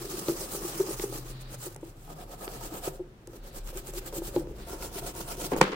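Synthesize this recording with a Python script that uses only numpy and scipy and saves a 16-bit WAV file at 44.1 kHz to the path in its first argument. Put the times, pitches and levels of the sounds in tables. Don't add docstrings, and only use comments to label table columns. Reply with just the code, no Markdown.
import sys
import numpy as np
from scipy import signal
from scipy.fft import rfft, irfft
from scipy.io import wavfile
from scipy.ndimage import uniform_filter1d

SR = 44100
rng = np.random.default_rng(int(sys.argv[2]) if len(sys.argv) > 2 else 0)


def magnitude_from_level(level_db):
    exponent = np.asarray(level_db, float) / 20
    return 10 ** exponent


def wrap_up_sound(samples):
    columns = np.atleast_2d(samples).T
    tamed = np.clip(columns, -1, 1)
    steps = np.round(tamed * 32767).astype(np.int16)
    wavfile.write(sys.argv[1], SR, steps)


N = 253575
TIME = np.arange(N) / SR

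# [t/s, deep rumble level/dB, second rumble level/dB]
TRAFFIC = [(0, -51, -70), (.45, -46, -54.5), (.8, -50, -69.5), (1.25, -44.5, -64), (1.6, -54, -70),
           (2.4, -46.5, -80), (2.7, -45, -56), (3.2, -55, -61), (3.55, -41.5, -66), (4.2, -45, -52),
           (4.6, -47, -45), (5.75, -44.5, -61)]
# [t/s, lower drone level/dB, upper drone level/dB]
DRONE = [(0.0, -48, -56), (0.07, -55, -70), (0.15, -55, -52), (0.66, -66, -70), (0.78, -53, -51),
         (1.21, -44, -86), (1.93, -53.5, -62), (1.99, -57, -79), (2.1, -61, -46), (2.33, -80, -58),
         (2.54, -47.5, -72), (2.83, -62.5, -61), (2.88, -53, -43.5), (3.0, -69, -72), (3.46, -64.5, -65),
         (4.44, -50, -58), (4.53, -57, -61), (5.5, -58, -50)]
# [f/Hz, level/dB per Hz]
AIR = [(60, -18), (110, 5.5), (180, -9), (260, -4), (480, -14.5), (1500, -21), (5000, -33), (16000, -45)]

# [middle t/s, half length/s,
# bristle hiss level/dB]
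FIELD = [(0.033, 0.044, -41.5), (0.113, 0.021, -38), (0.168, 0.047, -38.5), (0.292, 0.042, -37),
         (0.417, 0.051, -37), (0.543, 0.039, -36.5), (0.663, 0.053, -37), (0.788, 0.048, -37.5),
         (0.911, 0.037, -35.5), (1.023, 0.05, -38), (1.158, 0.042, -39), (1.288, 0.033, -46),
         (1.415, 0.013, -49.5), (1.533, 0.022, -44.5), (1.644, 0.035, -40), (1.715, 0.026, -54.5),
         (1.868, 0.04, -56), (2.03, 0.051, -56.5), (2.92, 0.055, -54.5)]
# [t/s, half length/s, level/dB]
BESIDE_PINS = [
    (2.112, 0.02, -50.5),
    (2.211, 0.03, -50.5),
    (2.328, 0.026, -49),
    (2.433, 0.029, -44),
    (2.529, 0.051, -46),
    (2.649, 0.031, -41),
    (2.756, 0.04, -44.5),
    (2.863, 0.026, -36.5),
]
# [t/s, half length/s, level/dB]
MODULE = [(3.354, 0.028, -54), (3.474, 0.023, -49), (3.569, 0.024, -44), (3.685, 0.025, -44.5),
          (3.777, 0.025, -40), (3.884, 0.022, -43), (3.973, 0.022, -37), (4.076, 0.016, -41.5),
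          (4.172, 0.022, -36), (4.268, 0.026, -40.5), (4.37, 0.042, -46), (4.5, 0.049, -71)]
# [t/s, half length/s, level/dB]
LEFT_EDGE = [
    (4.602, 0.031, -56),
    (4.722, 0.036, -42.5),
    (4.841, 0.037, -41),
    (4.972, 0.032, -39.5),
    (5.072, 0.037, -39.5),
    (5.198, 0.03, -37.5),
    (5.311, 0.034, -37),
    (5.435, 0.035, -36),
    (5.522, 0.017, -43),
    (5.581, 0.012, -38.5),
]
# [tuft scratch relative level/dB, board shake relative level/dB, shake per stroke/dB per dB]
FIRM = [
    (-10, -12.5, 0.93),
    (-7, -6.5, 0.31),
    (-8, -10, 0.5),
    (-6.5, -6, 0.65),
]
# [t/s, place/0-3 in the order above]
PLACE = [(0, 0), (1.7, 0), (2.0, 1), (3.0, 1), (3.2, 2), (4.5, 2), (4.65, 3), (5.75, 3)]
# [t/s, share/0-1]
OVER_PINS = [(0, 0), (1.6, 0), (2.0, 1), (4.4, 1), (4.7, 0), (5.75, 0)]
# [t/s, resting bristles level/dB, board chatter level/dB]
DRAG = [(0.0, -50, -40), (0.82, -48, -40.5), (1.86, -66.5, -55.5), (2.7, -58, -42.5), (3.09, -72, -54),
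        (4.02, -52.5, -48), (4.48, -60, -43.5), (5.25, -54.5, -44), (5.59, -49.5, -42), (5.625, -47, -23),
        (5.75, -65, -31.5)]
# [middle t/s, half length/s, level/dB]
SLIDE = [
    (1.42, 0.15, -55),
    (3.526, 0.1, -60),
    (4.628, 0.032, -54),
]

# [f/Hz, level/dB per Hz]
FLAT_HISS = [(2350, -61), (4000, -2.5), (8500, 3.5), (11700, -1.5), (15100, 2), (16000, -28.5)]
# [f/Hz, level/dB per Hz]
PIN_HISS = [(2350, -60), (4000, -5.5), (5760, -4.5), (7790, 2.5), (10200, -3), (13200, 0.5), (15100, -1),
            (16000, -27.5)]
# [f/Hz, level/dB]
SCRATCH = [(900, -20.5), (1400, -0.5), (1800, -6), (2500, -3.5), (3200, -2.5), (4200, -6), (5500, -5.5),
           (9000, -15)]
# [f/Hz, width/Hz, level/dB at right field, beside pins, on module, at left edge]
BOARD = [(505.5, 42.5, -4, 0.5, 1.5, -0.5), (565, 49, -2.5, -1.5, 1, -1.5), (710, 59, -2.5, 3.5, -0.5, 1.5),
         (821, 36, -2, -2.5, -3, -17), (883, 59, -2, -2.5, -2.5, -2), (1143, 225, 3.5, -1, -1.5, -4),
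         (1256, 102, 5, 3.5, 1.5, -1), (1333, 220, -4, -6, -6, 0), (1566, 70, -11, -12.5, -7, -16),
         (1780, 140, -8, -13, -14, -20)]
# [f/Hz, width/Hz, level/dB]
DESK = [(148, 136, -1.5), (209, 63, 0.5), (286.6, 21, -3.5), (348, 64, 2), (385.6, 29, 2.5), (427, 120, 1)]

# [fullest t/s, peak level/dB, desk f/Hz, length/s]
BOUNCES = [(0.1455, -30.5, 367, 0.013), (0.3, -20, 357.4, 0.0088), (0.321, -30, 385, 0.0055),
           (.651, -27.5, 352, 0.012), (0.807, -16.5, 383, 0.017), (0.843, -31.5, 417, 0.014),
           (1.042, -22.5, 397, 0.0074), (2.479, -32.5, 383, 0.0061), (2.726, -35.5, 322, 0.015),
           (3.009, -30, 360, 0.024), (3.3, -42, 360, 0.0059), (3.768, -38.5, 385, 0.027),
           (3.963, -39.5, 358, 0.03), (3.98, -35, 385, 0.015), (4.189, -31, 333, 0.0202),
           (4.377, -27, 303, 0.0124), (4.398, -31, 344, 0.014), (4.423, -35, 336, 0.015),
           (4.476, -37, 367, 0.0097), (4.966, -36, 389, 0.016), (5.049, -35.5, 380, 0.0083)]
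# [fullest t/s, peak level/dB, desk f/Hz, fade/s]
KNOCKS = [(0.265, -52, 350, 0.0046), (.288, -21, 338, 0.0027), (.552, -31, 390, 0.0083),
          (.62, -36.5, 374, 0.0029), (0.887, -33, 328, 0.015), (.911, -31.5, 416, 0.0044),
          (1.001, -31.5, 356, 0.0028), (1.128, -33.5, 348, 0.0049), (1.155, -37, 323, 0.0082),
          (1.669, -35, 360, 0.015), (1.833, -34.5, 333, 0.01), (2.879, -25, 384, 0.0039),
          (3.28, -40, 345, 0.005), (3.754, -41, 351, 0.015), (3.893, -39.5, 375, 0.0079),
          (4.139, -34.5, 407, 0.0067), (4.222, -31.5, 366, 0.0047), (4.366, -19.5, 356, 0.013)]
# [t/s, peak level/dB]
TAPS = [
    (1.761, -41.5),
    (2.188, -58),
    (2.3, -48),
    (4.127, -38.5),
    (4.673, -57),
]
# [t/s, peak level/dB, desk f/Hz]
NUDGES = [(0.014, -30.5, 340), (0.049, -29.5, 398), (0.086, -35, 385), (0.127, -30, 354), (0.175, -35, 345),
          (0.226, -45, 348), (0.37, -41, 370), (0.408, -32, 400), (0.457, -44, 302), (0.492, -49, 340),
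          (0.529, -36, 338), (0.573, -35, 395), (0.593, -40, 387), (0.686, -39, 352), (0.713, -42, 377),
          (0.754, -41, 336), (0.929, -47, 340), (0.961, -38, 387), (1.069, -44, 376), (1.095, -34, 340),
          (1.184, -39, 352), (1.254, -40, 376), (3.799, -38, 367), (3.935, -38, 369), (4.009, -38, 365),
          (4.081, -42, 352), (4.164, -32, 370), (4.268, -43, 376), (4.324, -44, 362), (4.507, -35.5, 423),
          (4.7, -35, 386), (4.73, -37, 385), (4.762, -43.5, 317), (4.817, -39, 383), (4.87, -36, 385),
          (5.019, -35, 386), (5.102, -56, 336), (5.157, -33, 374), (5.191, -35, 340), (5.306, -37, 417),
          (5.378, -30.5, 376), (5.418, -34, 317), (5.451, -33, 320)]
# [t/s, peak level/dB, ring f/Hz]
JOLTS = [(0.182, -42, 725), (0.414, -35, 616), (0.69, -42, 706), (1.54, -39, 577), (1.716, -52, 514),
         (2.078, -48, 835), (2.106, -45, 726), (2.166, -51, 557), (2.187, -41, 725), (2.296, -39, 540),
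         (2.335, -35.5, 717), (2.414, -42, 563), (2.611, -36.5, 923), (2.993, -40.5, 533),
         (3.333, -42.5, 514), (3.437, -54, 574), (3.55, -47, 493), (3.729, -36, 510), (3.937, -37, 540),
         (4.03, -42, 497), (4.082, -52, 547), (4.168, -33.5, 540), (4.344, -37, 530), (4.417, -33.5, 532),
         (4.471, -37, 486), (4.583, -43, 500), (4.673, -37.5, 700), (4.8, -50, 700), (4.917, -44, 725),
         (5.028, -32.5, 688), (5.151, -40, 930), (5.366, -50, 560), (5.422, -32.5, 502)]
# [t/s, peak level/dB, treble
# relative level/dB]
TICKS = [(0.2838, -24.5, -18), (0.9966, -24, -21), (1.6007, -42, 9), (1.746, -37, 7), (1.7624, -31, 2),
         (1.8514, -41, -2), (2.4787, -21.5, -30), (2.6105, -39, 9), (3.273, -32.5, 2), (3.773, -27, 11),
         (3.871, -28, 13), (3.9367, -31, 5), (4.127, -37, -3), (4.362, -30, -24), (3.674, -33, -2),
         (4.8245, -25, -3), (5.4175, -32, -2), (5.547, -40, -11), (5.0436, -52, 6), (5.151, -32, 6),
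         (5.5638, -28, 8), (5.6132, -11.5, -4), (2.187, -50, 0), (2.295, -47, -4), (3.333, -52, -6),
         (3.730, -45, -8), (4.471, -43, -14), (4.583, -46, -7), (4.671, -45, -13), (1.812, -47, 8),
         (2.138, -44, 10)]

# [t/s, peak level/dB, rattle length/s, tilt/dB per octave, tail relative level/dB]
LANDING = [
    (5.518, -24, 0.0078, -8.5, -3),
    (5.534, -27.5, 0.012, -2.5, -19),
    (5.563, -26, 0.0033, -10, -11),
    (5.609, -20, 0.0022, -7, -14.5),
    (5.6129, -3.5, 0.0059, -1.8, -22.5),
    (5.615, -10.5, 0.002, -3.5, -31),
    (5.625, -29.5, 0.0054, 1.5, -5),
    (5.661, -40, .005, 2, -11),
    (5.717, -31, 0.0032, -3, -2),
]
# [f/Hz, level/dB per Hz]
THUD = [(47, -37), (80, -40.5), (504, -3), (643, -16.5), (900, -6.5), (2300, -10), (8050, -15.5),
        (16000, -39)]
# [f/Hz, width/Hz, level/dB]
DESK_LOW = [(146, 21, 1.5), (196, 10, 3.5), (332, 49, 4), (514, 34, 2.5), (700, 130, 4), (870, 270, 7.5),
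            (1140, 150, -8), (1400, 220, -10), (1540, 73, -5), (1860, 90, -1), (2480, 110, -2)]

# [f/Hz, left-right correlation/-1 to 1]
SAME = [(60, .97), (300, .97), (430, .93), (560, .7), (720, .3), (1000, 0), (3000, -.05), (15000, 0)]
# [f/Hz, left minus right level/dB]
BALANCE_DB = [(60, 0.5), (130, 1.5), (290, 1.5), (640, -0.5), (1410, -1), (3100, 2), (6820, -2), (15000, 0)]

DRONE_HZ, DRONE_WIDTH_HZ = (127.6, 150), 5.3
DRONE_WANDER_HZ = 5.0
DRONE_STEADY, DEEP_STEADY, SECOND_STEADY = 1.4, 1.6, 2.5
AIR_DB = -54

FIRM_DB = -40
LATE = 0.43
SCRATCH_FOLLOWS = 0.81
SHAKE_ONSET = 3.2

BOUNCE_SWELL, BOUNCE_RING_DB = 0.429, -13
HARD_FROM_DB, RING_PER_DB = -22, 0.47
KNOCK_SWELL_S, KNOCK_RING_DB = 0.00355, -1
TAP_HZ, TAP_SWELL_S, TAP_FADE_S, TAP_RING_DB = 385, 0.0016, 0.0058, 5.5
NUDGE_DB, NUDGE_SWELL_S, NUDGE_FADE_S, NUDGE_RING_DB = -5.5, 0.00482, 0.0084, -27
JOLT_DB, JOLT_SWELL_S, JOLT_FADE_S, JOLT_RING_DB = -7, 0.00067, 0.014, 1
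MIX_DB = 4.5
RING_ON_DB, RING_ON_T60_S = -13, 0.28
TAIL_T60_S = 0.37
EDGE_HZ = 15960


def evened(x):
    return x / np.sqrt(np.mean(x ** 2) + 1e-20)


def read(points, hz):
    f, value = np.transpose(points)
    return np.interp(np.log(hz + 1), np.log(f + 1), value)


def curve(rows, column):
    return np.interp(TIME, *np.transpose(rows)[[0, column]])


def add(mix, s, sound):
    part = mix[..., round(s * SR):][..., :sound.shape[-1]]
    part += sound[..., :part.shape[-1]]


def coloured(x, points):
    log_gain = np.log(magnitude_from_level(read(points, abs(np.fft.fftfreq(4096, 1 / SR)))))
    taps = np.fft.ifft(np.exp(np.conj(signal.hilbert(log_gain)))).real[:2048]
    return signal.oaconvolve(x, taps[None], axes=1)[:, :x.shape[1]]


def resonate(x, hz, width):
    turn = np.exp(2j * np.pi * np.cumsum(hz * np.ones(x.shape[-1])) / SR)
    r = np.exp(-np.pi * width / SR)
    return 2 * (turn * signal.lfilter([1 - r], [1, -r], x / turn)).real


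def modes(x, table):
    out = 0
    for k, (hz, width, db) in enumerate(table):
        r, w = np.exp(-np.pi * width / SR), 2 * np.pi * hz / SR
        ring = signal.lfilter([1, 0, -1], [1, -2 * r * np.cos(w), r * r], x)
        out = out + (-1) ** k * magnitude_from_level(db) * np.sqrt(width) * ring
    return out


def paired(x):
    a, b = rfft(x)
    same = np.clip(read(SAME, np.fft.rfftfreq(x.shape[1], 1 / SR)), -1, 1)
    return irfft(np.array([a, same * a + np.sqrt(1 - same ** 2) * b]), x.shape[1])


def wavering(hz, wander_hz):
    stray = np.interp(TIME, np.linspace(0, TIME[-1], num=40), rng.standard_normal(40))
    return np.sin(2 * np.pi * np.cumsum(hz + wander_hz * stray) / SR)


def traffic():
    far, air = (paired(z) for z in rng.standard_normal((2, 2, N)))
    deep = evened(resonate(resonate(far, 33, 12), 33, 20))
    deep = deep + DEEP_STEADY * wavering(33, DRONE_WANDER_HZ / 2)
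    out = magnitude_from_level(curve(TRAFFIC, column=1)) * evened(deep)
    second = evened(resonate(far, 55, 10)) + SECOND_STEADY * wavering(56.5, 0.97)
    out += magnitude_from_level(curve(TRAFFIC, column=2)) * evened(second)
    for k, hz in enumerate(DRONE_HZ):
        drone = evened(resonate(far, hz, DRONE_WIDTH_HZ)) + DRONE_STEADY * wavering(hz, DRONE_WANDER_HZ)
        out += magnitude_from_level(curve(DRONE, column=k + 1) - 1.0) * evened(drone)
    return out + magnitude_from_level(AIR_DB) * evened(coloured(air, AIR))


def snaps(per_s, spread_db, blur):
    size = magnitude_from_level(spread_db * np.minimum(rng.exponential(1, N), 5))
    size = size * (rng.random(N) < per_s / SR)
    size = evened(uniform_filter1d(size, size=3))
    return paired((size + blur) * rng.standard_normal((2, N)))


def pings(per_s, spread_db):
    size = magnitude_from_level(spread_db * np.minimum(rng.exponential(1, (8, N)), 3))
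    size = size * (rng.random((8, N)) < per_s / 8 / SR)
    pitch = np.geomspace(3500, 15000, num=8)[:, None]
    twang = np.hanning(36) * np.sin(2 * np.pi * pitch * np.arange(36) / SR)
    rung = signal.oaconvolve(size, twang, axes=1)[:, :N]
    flipped = rung * rng.choice([-1., 1.], (8, 1))
    return evened(np.array([rung.sum(0), flipped.sum(0)]))


def effort(part, drop_db=6.0, flat=1.67, onset=2.16):
    power, t = np.zeros(N + SR), np.arange(-SR // 9, SR // 9) / SR
    for (scratch_db, shake_db, follows), strokes in zip(FIRM, (FIELD, BESIDE_PINS, MODULE, LEFT_EDGE)):
        for s, half, hiss_db in strokes:
            u = (t - LATE * half) / half
            bend = np.where(u < 0, onset, flat)
            u = np.where(u < 0, -u / (1 + LATE), u / (1 - LATE))
            over_db = hiss_db - FIRM_DB
            level_db = {"hiss": over_db,
                        "scratch": scratch_db + SCRATCH_FOLLOWS * over_db,
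                        "shake": shake_db + follows * over_db}[part]
            add(power, s, magnitude_from_level(2 * (FIRM_DB + level_db - drop_db * u ** bend)))
    return power[SR // 9:][:N]


def uneven(hz, db):
    lumps = signal.lfilter([1], [1, -np.exp(-2 * np.pi * hz / SR)], rng.standard_normal(N))
    return magnitude_from_level(db * evened(uniform_filter1d(lumps, size=240)))


def patchy(x, db):
    z = signal.stft(x, nperseg=256)[2]
    field = uniform_filter1d(rng.standard_normal(z.shape[1:]), size=7, axis=0)
    field = evened(uniform_filter1d(field, size=13, axis=1))
    return signal.istft(z * magnitude_from_level(db * field), nperseg=256)[1][:, :N]


def board_db(t):
    place = np.interp(t, *np.transpose(PLACE))
    return np.array([np.interp(place, np.arange(len(row) - 2), row[2:]) for row in BOARD])


def tip_hiss(rest):
    tips = evened(snaps(2200, 2.5, 2.2)) + 0.2 * pings(500, 4.5)
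    over_flat = evened(coloured(tips, FLAT_HISS[:-1]))
    over_pins = evened(coloured(tips, PIN_HISS[:-1]))
    pins = curve(OVER_PINS, column=1)
    tips = (1 - pins) * over_flat + pins * over_pins
    return tips * np.sqrt(effort("hiss") + magnitude_from_level(-9.0) * rest)


def tuft_scratch(tuft, rest):
    return evened(coloured(tuft, SCRATCH)) * np.sqrt(effort("scratch", drop_db=5.5) + magnitude_from_level(-11.0) * rest)


def board_shake(rest):
    grit = snaps(1400, 1.6, 1.4)
    table = [(hz, width, db) for (hz, width, *_), db in zip(BOARD, board_db(TIME))]
    body = evened(modes(grit, table))
    shake = np.sqrt(effort("shake", drop_db=4.0, onset=SHAKE_ONSET) + magnitude_from_level(-9.0) * rest)
    shake = np.roll(shake, shift=-120)
    return magnitude_from_level(1.0) * shake * body


def sideways_slide(tuft):
    colour = [(1500, -5.5), (3200, -8.5), (3800, -3.0), (4700, -4.0), (5400, -18), (6500, -27)]
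    level = sum(magnitude_from_level(db - 4.3 * abs((TIME - s) / half) ** 3) for s, half, db in SLIDE)
    return level * evened(coloured(tuft, colour))


def bristles():
    rest = magnitude_from_level(2 * curve(DRAG, column=1))
    tuft = snaps(1200, 3.8, 3.9)
    strokes = tip_hiss(rest) + tuft_scratch(tuft, rest) + board_shake(rest)
    return patchy(strokes, db=1.6) * uneven(25, 1.5) + sideways_slide(tuft[:, ::-1])


def chatter():
    push = np.sqrt(effort("shake", drop_db=10.5))
    push = 1.0 + push / uniform_filter1d(push + 1e-5, size=12000)
    rub = snaps(400, 2.5, 0.8)
    return magnitude_from_level(curve(DRAG, column=2) - 4.0) * evened(modes(rub * push, DESK))


def contacts():
    dull = [(s, db, hz, BOUNCE_SWELL * length, (1 - BOUNCE_SWELL) * length,
             BOUNCE_RING_DB + RING_PER_DB * max(db - HARD_FROM_DB, 0)) for s, db, hz, length in BOUNCES]
    edge = [(s, db, hz, KNOCK_SWELL_S, fade, KNOCK_RING_DB) for s, db, hz, fade in KNOCKS]
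    taps = [(s, db, TAP_HZ, TAP_SWELL_S, TAP_FADE_S, TAP_RING_DB) for s, db in TAPS]
    nudges = [(s + NUDGE_SWELL_S, db + NUDGE_DB, hz, NUDGE_SWELL_S, NUDGE_FADE_S, NUDGE_RING_DB)
              for s, db, hz in NUDGES]
    jolts = [(s + JOLT_SWELL_S, db + JOLT_DB, hz, JOLT_SWELL_S, JOLT_FADE_S, JOLT_RING_DB)
             for s, db, hz in JOLTS]
    return dull + edge + taps + nudges + jolts


def knocks():
    blows = contacts()
    desk, board, t = np.zeros((2, N)), np.zeros((2, N)), np.arange(SR // 14) / SR
    chance = rng.uniform(-1, 1, (len(blows), 3, len(BOARD), 1))
    hz, width = np.transpose(BOARD)[:2, :, None]
    for (s, peak_db, desk_hz, swell, fade, ring_db), (share, left, right) in zip(blows, chance):
        u = t - 2 * swell
        fade_db = np.maximum(-6.0 * abs(u / fade) ** 2.2, RING_ON_DB - 60 * u / RING_ON_T60_S)
        shape_db = np.where(u < 0, -6.0 * abs(u / swell) ** 3, fade_db)
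        add(desk, s - 2 * swell, magnitude_from_level(peak_db + shape_db) * np.cos(2 * np.pi * desk_hz * u))

        thump = np.sin(2 * np.pi * 148 * t) * magnitude_from_level(-60 * t / 0.18)
        add(desk, s - swell, magnitude_from_level(peak_db + ring_db - 14.0) * thump)

        lag = np.array([left, right]) * np.clip(hz / 600 - 0.8, 0, 3)
        level = magnitude_from_level(board_db(s)[:, None] - 10.7 * np.log2(hz / 500) + MIX_DB * share)
        decay = np.exp(-1.3 * np.pi * width * t)
        ring = (level * decay * np.sin(2 * np.pi * hz * t + lag)).sum(1)
        ring *= 1 - np.exp(-t / (0.45 * swell))
        add(board, s - 0.8 * swell, magnitude_from_level(peak_db + ring_db) * ring / abs(ring).max())
    return desk, board


def ticks():
    out, t = np.zeros((2, N)), np.arange(800) / SR
    for s, db, treble_db in TICKS:
        noise = rng.standard_normal((2, 800))
        colour = [(900, -5.5), (2600, -5.5), (4600, -9.0), (7000, treble_db), (15000, treble_db - 15)]
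        crack = coloured(noise * np.exp(-t / 0.0014), colour)
        add(out, s, magnitude_from_level(db + 0.5) * crack / abs(crack).max())
    return out


def landing():
    out, push, t = np.zeros((2, N)), np.zeros(N), np.arange(SR // 3) / SR
    clatter = uneven(70, 2.6)[:len(t)]
    for s, db, length, tilt_db, tail_db in LANDING:
        noise = rng.standard_normal((2, 2, len(t)))
        colour = [(hz, level + tilt_db * np.log2(hz / 500)) for hz, level in THUD]
        burst = np.exp(-(t / length) ** 2) * np.minimum(t / 0.00016, 1)
        blow = coloured(paired(noise[0]) * burst, colour)
        low = signal.lfilter(*signal.butter(1, 2500, fs=SR), blow)
        blow = low + (blow - low) * 0.7 * np.exp(-t / length)

        dull = [(hz, level - 3.3 * np.log2(1 + (hz / 7000) ** 2)) for hz, level in colour]
        tail = evened(coloured(paired(noise[1]), dull)) * np.minimum(t / 0.0031, 1)
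        slow = signal.lfilter(*signal.butter(2, 4500, fs=SR), tail)
        tail = slow + (tail - slow) * magnitude_from_level(-60 * t / 0.16)
        tail *= magnitude_from_level(tail_db - 60 * t / TAIL_T60_S) * clatter
        add(out, s, magnitude_from_level(db) * (blow / abs(blow).max() + tail))
        add(push, s, magnitude_from_level(db) * np.hanning(24))
    boom = modes(push, DESK_LOW)
    return out + magnitude_from_level(-6.0) * boom / abs(boom).max()


def room(x):
    taps = rng.choice([-1., 1.], (2, SR // 3)) * (rng.random((2, SR // 3)) < 2000 / SR)
    hz, t, z = signal.stft(taps, SR, nperseg=256)
    t60 = read([(120, 0.48), (900, 0.47), (6000, 0.07), (15000, 0.011)], hz)[:, None]
    tail = signal.istft(z * magnitude_from_level(-60 * t / t60), SR, nperseg=256)[1]
    tail[:, :150] = 0
    tail /= np.linalg.norm(tail[0])
    return paired(signal.fftconvolve(x.mean(0)[None], tail, axes=1)[:, :N])


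def scene():
    background, brush, rub = traffic(), bristles(), chatter()
    desk, board = knocks()
    hits = board + ticks()
    wet = room(magnitude_from_level(-19) * desk + magnitude_from_level(-15) * hits + magnitude_from_level(-15.0) * brush)
    return desk + hits + brush + wet + rub + landing() + background


def top_cut(x):
    return signal.sosfilt(signal.butter(12, 16470, fs=SR, output="sos"), x)


def record(dry):
    hz = np.fft.rfftfreq(N, 1 / SR)
    half_db = read(BALANCE_DB, hz) / 2
    edge_db = -45 * np.clip((hz - EDGE_HZ) / 80 + 1, 0, 1)
    mix = irfft(rfft(dry) * magnitude_from_level(np.array([half_db, -half_db]) + edge_db), N)
    return top_cut(mix)


dry = scene()
out = record(dry)
wrap_up_sound(out)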